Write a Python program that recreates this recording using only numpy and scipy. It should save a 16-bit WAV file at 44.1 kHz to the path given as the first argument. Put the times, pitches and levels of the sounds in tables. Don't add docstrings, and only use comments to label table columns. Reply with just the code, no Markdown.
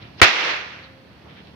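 import sys
import numpy as np
from scipy import signal
from scipy.io import wavfile
from scipy.ndimage import uniform_filter1d

SR = 44100
rng = np.random.default_rng(int(sys.argv[2]) if len(sys.argv) > 2 else 0)


def nominal_scale(level):
    x = np.asarray(level, float) / 20
    return 10 ** x


def wav_record(signal):
    frames = np.transpose(np.atleast_2d(signal))
    bounded = np.clip(frames, -1, 1)
    quanta = np.round(bounded * 32767).astype(np.int16)
    wavfile.write(sys.argv[1], SR, quanta)


N = 68355

# f/Hz, density/dB per Hz
BED_TONE = [(40, -29), (70, 6), (130, 3), (300, -1), (900, -9), (3300, -16), (4500, -21), (6500, -36.5)]
# f/Hz, left minus right/dB
PORT_TILT = [(60, 0.5), (200, -1), (700, -2), (1300, 1.5), (2400, -3), (4300, -13), (8000, -19),
             (14700, -10)]
# f/Hz, width/Hz, level/dB
EXHAUST_MODES = [(76, 27, -11.5), (110, 77, 12), (150, 26, 8), (176, 40, 7), (280, 15, -6.5), (394, 73, -5)]
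# t/s, level/dB
ENGINE_LEVEL = [(0, -46.5), (.2, -49.5), (.3, -70), (.42, -58), (.48, -50.5), (1.0, -56.5), (1.2, -51.5),
                (1.55, -51)]
# t/s, length/s, level/dB, f/Hz, width/Hz
SCUFFS = [
    (0.025, 0.013, -43.5, 2780, 2530),
    (0.041, 0.11, -46, 2040, 2780),
    (0.192, 0.028, -43.5, 3430, 3300),
    (0.2011, 0.0097, -28.5, 2100, 3290),
    (0.213, 0.0093, -40.5, 797, 898),
    (0.845, 0.038, -48.5, 4050, 1000),
    (1.27, 0.032, -48.5, 730, 706),
    (1.307, 0.069, -49.5, 2380, 2430),
    (1.388, 0.064, -47, 2520, 2460),
    (1.47, 0.075, -54, 3200, 2540),
]
# t/s, level/dB, left minus right/dB
ECHOES = [
    (.2166, 8, 3),
    (.2186, 8, 0),
    (.2212, 4, 3),
    (.2226, 5, 0),
    (.2299, 9, 8),
    (.2310, 8, 8),
    (.2345, 6, 2),
    (.2385, 7, -5),
    (.2450, 2, 3),
]
# t/s, level/dB
SCATTER_FADE = [(.216, -8), (.242, -12.5), (.256, -16), (.326, -25), (.43, -24), (.508, -24.5),
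                (.654, -36.5), (.808, -43), (1.0, -58)]
# f/Hz, density/dB per Hz
SCATTER_TONE = [(150, -25), (400, -10.5), (833, -9), (2300, -0.5), (4000, -13.5), (6500, -28),
                (9000, -21.5), (15000, -30)]
BANDS_HZ = 40 * 2 ** np.arange(0, 8.7, 1 / 3)

SIDES = np.array([[1], [-1]])
TIME = np.arange(N) / SR
CRACK_S = .2158
SINCE_CRACK = TIME - CRACK_S
AFTER_CRACK = np.maximum(SINCE_CRACK, 0)


def level(x, db):
    return x * nominal_scale(db) / np.sqrt(np.mean(x ** 2))


def curve(table):
    return np.interp(TIME, *np.array(table, float).T)


def tone(table, hz):
    table_hz, table_db = np.array(table).T
    return np.interp(np.log(hz), np.log(table_hz), table_db)


def band(x, hz, width, order=1):
    edges = [max(hz - width / 2, hz / 4), min(hz + width / 2, .45 * SR)]
    return signal.sosfilt(signal.butter(order, edges, "band", fs=SR, output="sos"), x)


def walk(rate):
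    hold = int(SR / rate)
    steps = np.repeat(rng.standard_normal(N // hold + 1), hold)
    return 0.54 * uniform_filter1d(uniform_filter1d(steps, hold), hold)[:N]


def grit(grain_db):
    return level(nominal_scale(grain_db * rng.exponential(size=(2, N))), 0)


def ports(hz, grain=None):
    if grain is None:
        settle = 4096
        noise = rng.standard_normal((2, N + settle))
        mid, side = band(noise, hz, hz * .23, order=2)[:, settle:]
    else:
        mid, side = band(rng.standard_normal((2, N)) * grain, hz, hz * 0.24, order=2)
    alike = 1 / (1 + (hz / 420) ** 2)
    pair = np.sqrt(1 + alike) * mid + SIDES * np.sqrt(1 - alike) * side
    return pair * nominal_scale(SIDES * tone(PORT_TILT, hz) / 2)


def duck(db):
    release_s = 0.53
    return nominal_scale(db * (SINCE_CRACK > 0) * np.exp(-AFTER_CRACK / release_s))


def bed():
    swell = walk(2.64)
    out = 0
    for hz in BANDS_HZ[:23]:
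        flicker_db = 1.9 * swell + 2.44 * walk(10)
        out = out + nominal_scale(tone(BED_TONE, hz) + flicker_db) * ports(hz)
    return level(out, -45.5) * duck(-17)


def insects():
    shrill = band(rng.standard_normal((2, N)), 4350, 600, order=2)
    return level(shrill, -70) * nominal_scale(2.0 * walk(23) - 3 * SIDES)


def engine():
    firing_hz, wobble, firing_scatter_db = 37.8, .012, 3
    turns = np.cumsum(firing_hz * (1 + wobble * walk(11))) / SR
    strength = nominal_scale(firing_scatter_db * rng.standard_normal(200))
    pulses = np.diff(np.floor(turns), prepend=0) * strength[turns.astype(int)]
    pipe = 0
    for hz, width, db in EXHAUST_MODES:
        pipe = pipe + nominal_scale(db) * level(band(pulses, hz, width, order=2), 0)
    return level(pipe, 0) * nominal_scale(curve(ENGINE_LEVEL)) * nominal_scale(-.6 * SIDES)


def whine():
    whine_hz, swell_s, swell_length_s = 264.6, .93, 0.18
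    phase = 2 * np.pi * np.cumsum(whine_hz * (1 + 0.001 * walk(19))) / SR
    swell = 0.43 + np.exp(-((TIME - swell_s) / swell_length_s) ** 4)
    octave = nominal_scale(1) * (swell - .3) * np.sin(2 * phase)
    return nominal_scale(-59.5) * (np.sin(phase) + octave) * swell


def self_noise():
    wind = band(rng.standard_normal(N), 32, 25, order=2) * SIDES
    hiss = band(rng.standard_normal((2, N)), 11000, 11000)
    return level(wind, -62.5) * duck(-7) + level(hiss, -74.5)


def scuffs():
    out = np.zeros((2, N))
    noise = rng.standard_normal((2, N)) * grit(2.3)
    for s, length, db, hz, width in SCUFFS:
        near = slice(max(int((s - 2 * length) * SR), 0), int((s + 2 * length) * SR))
        shape = np.exp(-(2 * (TIME[near] - s) / length) ** 2)
        out[:, near] += level(band(noise[:, near], hz, width, order=4), db) * shape
    return out * nominal_scale(-1.5 * SIDES)


def shock():
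    length_s = .00045
    out = np.zeros((2, N))
    apart = rng.uniform(0, .0003, (len(ECHOES) + 1, 2))
    for (s, db, pan), lag in zip([(CRACK_S, 12, 0), *ECHOES], apart):
        lag = lag[:, None] * (s > CRACK_S)
        u = (TIME - s - lag) / length_s
        n_wave = (1 - 2 * u) * (u > 0) * (u < 1)
        out += nominal_scale(db + pan * SIDES / 2) * n_wave
    return band(out, 2700, 3100, order=2) + thump()


def thump():
    thump_hz, thump_db, t60_s = 94.4, -2, 0.068
    sweep = 2 * np.pi * thump_hz * (AFTER_CRACK + 0.001 * (1 - np.exp(-AFTER_CRACK / .008)))
    fade = nominal_scale(thump_db - 60 * AFTER_CRACK / t60_s) * (AFTER_CRACK > 0)
    left_lag = np.array([[1.8], [0]])
    return np.sin(sweep - left_lag) * fade * nominal_scale(np.array([[-8], [0]]))


def scatter():
    air_db_per_s_khz, early_bass_db, early_bass_s, rise_s = -3, 18.5, 0.0072, .0003
    out, grain = 0, grit(2.5)
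    for hz in BANDS_HZ[5:]:
        full = early_bass_db * np.exp(-AFTER_CRACK / early_bass_s) / (1 + (hz / 700) ** 2)
        air = air_db_per_s_khz * hz / 1000 * (AFTER_CRACK - .2)
        db = tone(SCATTER_TONE, hz) + air + full + walk(40)
        out = out + nominal_scale(db) * ports(hz, grain)
    return 4.28 * out * nominal_scale(curve(SCATTER_FADE)) * np.clip(SINCE_CRACK / rise_s, 0, 1)


def scene():
    return bed() + insects() + engine() + whine() + scuffs() + shock() + scatter()


def band_limit(x):
    return signal.sosfilt(signal.butter(12, 15330, fs=SR, output="sos"), x)


def record(dry):
    x = signal.sosfilt(signal.butter(4, 51, "high", fs=SR, output="sos"), dry)
    cut = signal.sosfilt(signal.butter(10, 6330, fs=SR, output="sos"), x)
    x = cut + nominal_scale(-30.5) * (x - cut) + self_noise()
    x = x / (1 + np.abs(x) ** 8.) ** (1 / 8.)
    x = signal.sosfilt(signal.ellip(4, .2, 30, 17000, fs=SR, output="sos"), x)
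    mix = np.clip(x, -1, 1)
    return band_limit(mix)


dry = scene()
out = record(dry)
wav_record(out)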